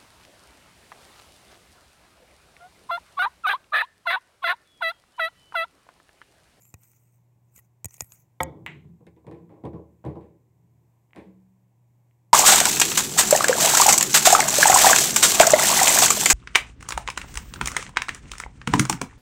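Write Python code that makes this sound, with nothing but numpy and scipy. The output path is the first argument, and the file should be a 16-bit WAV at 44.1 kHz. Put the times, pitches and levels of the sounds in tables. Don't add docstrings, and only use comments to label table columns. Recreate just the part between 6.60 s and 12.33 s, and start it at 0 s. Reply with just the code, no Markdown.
import sys
import numpy as np
from scipy import signal
from scipy.fft import rfft, irfft
from scipy.io import wavfile
from scipy.ndimage import uniform_filter1d

SR = 44100
rng = np.random.default_rng(int(sys.argv[2]) if len(sys.argv) > 2 else 0)


def transcribe(signal):
    frames = np.atleast_2d(signal).T
    limited = np.clip(frames, -1, 1)
    pcm = np.round(limited * 32767).astype(np.int16)
    wavfile.write(sys.argv[1], SR, pcm)


N = 252693


def undb(db):
    return 10 ** (np.asarray(db) / 20)


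def unit(x):
    return x / np.max(np.abs(x))


def rms(x, db):
    return x * undb(db) / np.sqrt(np.mean(x ** 2))


def add(track, start, x):
    i = max(int(start * SR), 0)
    track[i:i + len(x)] += x[:N - i]


def band(x, lo_hz, hi_hz):
    sos = signal.butter(2, [lo_hz, min(hi_hz, .45 * SR)], "bandpass", fs=SR, output="sos")
    return signal.sosfilt(sos, x)


def ring(x, modes):
    out = 0
    for k, (hz, db, t60) in enumerate(modes):
        pole = np.exp(2j * np.pi * hz / SR - np.log(1000) / (t60 * SR))
        out = out + (-1) ** k * undb(db) * signal.lfilter([1], [1, -pole], x).imag
    return out


def colour(x, points):
    hz, db = np.transpose(points)
    bins_hz = np.arange(len(x) // 2 + 1) * SR / len(x) + 1
    return irfft(rfft(x) * undb(np.interp(np.log(bins_hz), np.log(hz), db)), len(x))


def drift(rate_hz):
    hold = int(SR / rate_hz)
    steps = np.repeat(rng.standard_normal(N // hold + 1), hold)
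    return 1.2 * uniform_filter1d(uniform_filter1d(steps, hold), hold)[:N]


def swell(t, rise, t60):
    return (1 - np.exp(-t / max(rise, 1e-4))) ** 2 * np.exp(-np.log(1000) * t / max(t60, 1e-3))


def burst(t, rise, t60):
    return rng.standard_normal(len(t)) * swell(t, rise, t60)


# (frequency [Hz], relative density [dB])
AIR_SPECTRUM = [(30, -16.5), (80, -13), (140, -9.5), (190, -13), (230, -23.5), (330, -20), (450, -27),
                (1000, -26.5), (1300, -42), (2200, -37.5), (3000, -45.5), (4700, -49.5), (7500, -41.5),
                (10000, -49.5), (13000, -43.5), (15700, -46), (16200, -70)]
def hush():
    air = colour(rng.standard_normal(N), AIR_SPECTRUM)
    air = air * undb(-73) / np.std(band(air, 190, 16000))
    return air * undb(.9 * drift(3.4))


HUM_HZ, HUM_DB = 118.5, -64
def hum():
    phase = 2 * np.pi * np.cumsum(HUM_HZ + .5 * drift(4)) / SR
    return rms(np.sin(phase) * undb(1.2 * drift(4)), HUM_DB)


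# (time [s], level [dB])
SLIDES = [
    [(0, -64.5), (.14, -71), (.155, -80), (.24, -62), (.28, -67), (.56, -77), (.66, -99)],
    [(.82, -95), (.93, -77), (.96, -57), (.995, -56), (1.01, -75), (1.06, -75), (1.09, -99)],
    [(1.275, -74), (1.345, -53.5), (1.38, -69.5), (1.4, -55), (1.49, -69.5), (1.55, -57.5), (1.565, -65),
     (1.62, -69.5), (1.68, -95)],
]
# (frequency [Hz], relative density [dB])
CLOTH_SPECTRUM = [(900, -27.5), (1400, -10), (2300, -6.5), (3000, -16), (4400, -25.5), (5500, -8),
                  (6400, -1.5), (8500, -1.5), (10000, -16), (11600, -3.5), (14000, -3), (15800, -8.5),
                  (16500, -21.5)]
FIBRE_EDGES = [700, 1700, 3200, 5300, 7400, 10000, 13000, 17000]
SNAGS_PER_S, SNAG_DB, SNAG_T60_S = 80, 8, .01
PATCHY_DB, PATCHES_PER_S = 1.6, 45
def rustle():
    out = np.zeros(N)
    for contour in SLIDES:
        times, db = np.transpose(contour)
        t = np.arange(times[0], times[-1], 1 / SR)
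        grain = undb(1.6 * np.repeat(rng.exponential(size=len(t) // 40 + 1), 40)[:len(t)])
        catches = (rng.random(len(t)) < SNAGS_PER_S / SR) * rng.random(len(t)) * undb(SNAG_DB)
        snags = signal.lfilter([1], [1, -1000 ** (-1 / (SNAG_T60_S * SR))], catches)
        hiss = colour((grain + snags) * rng.standard_normal(len(t)), CLOTH_SPECTRUM)
        patchy = sum(undb(PATCHY_DB * drift(PATCHES_PER_S)[:len(t)]) * band(hiss, lo, hi)
                     for lo, hi in zip(FIBRE_EDGES, FIBRE_EDGES[1:]))
        add(out, times[0], undb(np.interp(t, times, db)) * rms(patchy, 0))
    return out


# (time [s], duration [s], start frequency [Hz], end frequency [Hz], level [dB])
THREAD_SQUEAKS = [(0, 0.12, 7036, 7160, -66.5), (0, 0.117, 11350, 11460, -66),
                  (0.197, 0.088, 11400, 11800, -69), (0.194, .42, 6226, 6100, -89),
                  (0.955, 0.048, 12480, 11100, -60), (1.282, 0.096, 5800, 6700, -66.5),
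                  (1.36, 0.21, 11110, 11010, -64.5), (1.504, .07, 6557, 6870, -69)]
ARCH_PER_S, HALF_WIDTH_HZ = .27, 130
def squeaks():
    out = np.zeros(N)
    for start, duration, start_hz, end_hz, db in THREAD_SQUEAKS:
        progress = np.linspace(0, 1, int(duration * SR))
        arch = 1 + ARCH_PER_S * duration * np.sin(np.pi * progress)
        glide_hz = (start_hz + (end_hz - start_hz) * progress) * arch
        carrier = np.sin(2 * np.pi * np.cumsum(glide_hz) / SR)
        squeak = band(rng.standard_normal(len(carrier)), 5, HALF_WIDTH_HZ) * carrier
        add(out, start, signal.windows.tukey(len(squeak), .3) * rms(squeak, db))
    return out


# (time [s], level [dB], ring frequency [Hz], thump gain [dB], knock gain [dB])
SNAPS = [(0.0207, -44.5, 7000, -25, -39), (0.052, -48, 7000, -6, -13), (0.0772, -55, 11800, -23, -22),
         (0.1014, -58, 8000, -18, -30), (0.1404, -31.5, 6600, 0.5, -11), (0.2335, -43.5, 8200, -25, -42),
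         (0.3159, -47.5, 14600, -30, -23), (0.333, -64, 7100, -24, 2), (0.961, -39, 7400, -7, -30),
         (0.9778, -40.5, 7000, -3.5, -17), (0.9893, -44.5, 11500, -25, -11), (1.2444, -22, 7700, -8, -17.5),
         (1.2553, -20.5, 8800, -3.5, -23), (1.284, -45, 10400, -21, -18), (1.3079, -44, 6000, -16, -18),
         (1.3409, -33.5, 6900, -34, -23), (1.3667, -41.5, 6560, -31, -26.5),
         (1.3804, -48.5, 11100, -19, -5.5), (1.4063, -15.5, 6500, -24.5, -16),
         (1.4197, -27, 12500, -3, -20.5), (1.4436, -41.5, 11700, -29, -21), (1.5199, -37, 6900, -14, -21.5),
         (1.8315, -16.5, 7600, -25, -16.5)]
# (frequency [Hz], gain [dB], T60 [s])
CAPSULE_MODES = [(1900, -10, 0.043), (2460, -3, 0.014), (6790, -8.5, 0.019), (8620, 5.5, 0.0014),
                 (12685, -2.5, .004), (14400, -6.5, 0.0039)]
def ticks():
    out, t = np.zeros(N), np.arange(SR // 10) / SR
    thump = np.sin(2 * np.pi * 102 * t) * swell(t, rise=.00033, t60=.036)
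    for start, db, hz, thump_db, knock_db in SNAPS:
        crack = burst(t, rise=.00042, t60=.008)
        bright = unit(band(crack, 6000, 23000)) + 2.4 * unit(ring(crack, [(hz, 0, .003)]))
        bright += 1.8 * unit(ring(crack, CAPSULE_MODES[2:]))
        knock = unit(ring(crack, CAPSULE_MODES[:2]))
        knock += 1.1 * unit(band(crack, 390, 1100)) + .31 * unit(band(crack, 2800, 4600))
        add(out, start, undb(db) * (unit(bright) + undb(knock_db) * knock + undb(thump_db) * thump))
    return out


# (time [s], peak level [dB])
CUE_STROKES = [(1.803, -11)]
# (frequency [Hz], gain [dB], T60 [s])
CUE_MODES = [(75, -11, .3), (150, -15, .2), (258, -22, .2), (334, -23, .15), (525, -11, .12), (718, -6, .1),
             (888, 1, .1), (1066, -11, .08), (1255, -12, .07), (1636, -12, .09), (1908, -8, .06),
             (2230, -1, .024), (3070, -9, .02), (3420, 2, .022)]
def cue():
    out, t = np.zeros(N), np.arange(SR // 2) / SR
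    push = .5 * np.exp(-((t - .0005) / .0001) ** 2) - np.exp(-((t - .0017) / .0001) ** 2)
    shaft = unit(ring(push, CUE_MODES))
    for start, db in CUE_STROKES:
        crack = band(burst(t, rise=.0029, t60=.06), 1800, 16000)
        add(out, start, undb(db) * unit(shaft + .059 * unit(crack)))
    return out + undb(-19.5) * room(out)


# (band frequency [Hz], T60 [s], gain [dB])
ROOM_BANDS = [(125, 0.26, -1.5), (250, 0.69, -0.5), (480, 0.37, 0.5), (930, 0.35, -6.5), (2040, 0.28, -1.5),
              (3200, 0.087, -6), (5100, .35, -4), (8000, .25, -14), (13000, 0.078, -9)]
def room(x):
    t = np.arange(SR // 2) / SR
    tail = sum(undb(db) * swell(t, .0013, t60) * band(rng.standard_normal(len(t)), hz / 1.5, hz * 1.35)
               for hz, t60, db in ROOM_BANDS)
    return signal.fftconvolve(x, rms(tail, 0) / np.sqrt(len(t)))[:N]


# (frequency [Hz], gain [dB], T60 [s])
BODY_MODES = [(78.7, -7, 0.7), (105, -4, 0.36), (142, 2, 0.26), (170.7, 2, 0.27), (220.8, -0.5, 0.086),
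              (328, 3, 0.051), (417, -4.5, .08), (474.6, -3, 0.072), (555.5, -9, 0.16), (633, -3, 0.02),
              (811, -15.5, 0.14), (873.7, -13, 0.052), (1003, -11, 0.065), (1090.7, -14, .05)]
# (time [s], level [dB])
ROLL_CONTOUR = [(1.84, -51), (2.17, -48), (2.52, -62.5), (3.16, -58), (3.31, -76.5), (3.669, -54),
                (3.841, -68.5), (4.3, -66)]
def roll():
    times, db = np.transpose(ROLL_CONTOUR)
    force = undb(3 * drift(25)) * rng.standard_normal(N)
    envelope = undb(np.interp(np.arange(N) / SR, times, db, left=-120, right=-120))
    return rms(ring(force, BODY_MODES[:7]), 0) * envelope


# (time [s], level [dB], bass gain [dB], edge gain [dB], rattle T60 [s])
BLOWS = [(1.849, -35, -11.5, -44, 0.63), (2.245, -55, 14, -14, 0.098), (2.29, -59, 17, -12, 0.083),
         (2.34, -67, 19, -20, 0.073), (2.406, -47.5, -1, -47.5, 0.18), (2.468, -43.5, -1.5, -4.5, 0.12),
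         (2.565, -49, -21, -15, 0.235), (2.643, -48.5, 0, -29, 0.22), (2.668, -36, 0.5, -13, 0.2),
         (2.713, -36.5, -3.5, -14, .2), (2.747, -41, -6, -17.5, 0.53), (2.894, -40, -18.5, -22, 0.63),
         (3.038, -29, -0.5, -33, 0.18), (3.053, -27.5, -3.5, -16.5, 0.17), (3.133, -33, 3, -31.5, 0.34),
         (3.442, -30, 1, -37, .1), (3.451, -28, -1.5, -18, 0.17), (3.463, -28, 2.5, -20, 0.34),
         (3.555, -30.5, -6.5, -35, .25), (3.61, -43, -20.5, -15.5, 0.43), (4.549, -46.5, -13, -9, 0.22),
         (4.561, -37, -9.5, -5.5, .42)]
RATTLE_RISE_S, FIRST_BLOW_GAIN, BASS_T60_SHARE = .0037, 2.5, .58
def knocks():
    out, t = np.zeros(N), np.arange(SR // 2) / SR
    for start, db, bass_db, edge_db, t60 in BLOWS:
        envelope = swell(t, RATTLE_RISE_S, t60) + FIRST_BLOW_GAIN * swell(t, .0005, .015)
        bumps = rng.standard_normal(len(t)) * envelope
        bass = ring(bumps * swell(t, 1e-4, BASS_T60_SHARE * t60), BODY_MODES[:5])
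        mid = ring(bumps, BODY_MODES[5:])
        tick = burst(t, rise=.0003, t60=.012)
        chatter = .33 * burst(t, RATTLE_RISE_S, .79 * t60)
        edge = band(tick + chatter, 1600, 2600) + .4 * band(tick + .4 * chatter, 2500, 3690)
        edge += .15 * band(tick + .5 * chatter, 5500, 9500)
        knock = undb(bass_db) * unit(bass) + unit(mid) + undb(edge_db) * unit(edge)
        add(out, start - .001, undb(db) * knock)
    return out


# (time [s], peak level [dB], send to echoes and room [dB], upper cutoff [Hz])
COLLISIONS = [(2.0625, -19.5, -3.5, 16000), (4.507, -60, -16, 3500), (4.532, -40.5, -16, 3000),
              (5.51, -61, -14, 4500)]
# (frequency [Hz], gain [dB], T60 [s])
CLICK_MODES = [(1010, -14.5, 0.0051), (2046, 3, 0.005), (2255, 7.5, 0.0023), (2934, -1, 0.003),
               (4000, -24, 0.0044), (7640, -20.5, 0.0019), (14960, -21, 0.0015)]
# (delay [s], gain [dB])
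REFLECTIONS = [(.0035, -2), (.0138, -6)]
def clacks():
    near, room_send = np.zeros(N), np.zeros(N)
    ringing = ring(signal.unit_impulse(SR // 50), CLICK_MODES)
    for start, db, send_db, top_hz in COLLISIONS:
        click = unit(band(ringing, 400, top_hz))
        arrival = start + .0005
        add(near, arrival, undb(db) * click)
        for delay, echo_db in REFLECTIONS:
            echo = band(click, 400, 9000 - 3e5 * delay)
            add(near, arrival + delay, undb(db + send_db + echo_db) * echo)
        add(room_send, start, undb(db + send_db) * click)
    return near + undb(-1) * room(room_send)


# (time [s], peak level [dB], T60 [s])
LANDINGS = [(4.574, -43, .16), (4.655, -46, .75)]
TRAY_HZ, TRAY_RISE_S = 188, .008
def tray():
    out, t = np.zeros(N), np.arange(SR) / SR
    tone = np.sin(2 * np.pi * TRAY_HZ * t)
    for start, db, t60 in LANDINGS:
        add(out, start, undb(db) * unit(swell(t, TRAY_RISE_S, t60) * tone))
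    return out


def scene():
    background = hush() + hum()
    shirt = rustle() + squeaks() + ticks()
    wood = knocks() + tray()
    game = cue() + roll() + wood + undb(-17.5) * room(wood) + clacks()
    return (background + shirt + game)[None]


BASS_CUT_HZ, TOP_CUT_HZ = 70, 16500
def record(dry):
    thin = signal.sosfilt(signal.butter(4, BASS_CUT_HZ, "highpass", fs=SR, output="sos"), dry)
    return signal.sosfilt(signal.ellip(10, .2, 70, TOP_CUT_HZ, fs=SR, output="sos"), thin)


dry = scene()
out = record(dry)
transcribe(out)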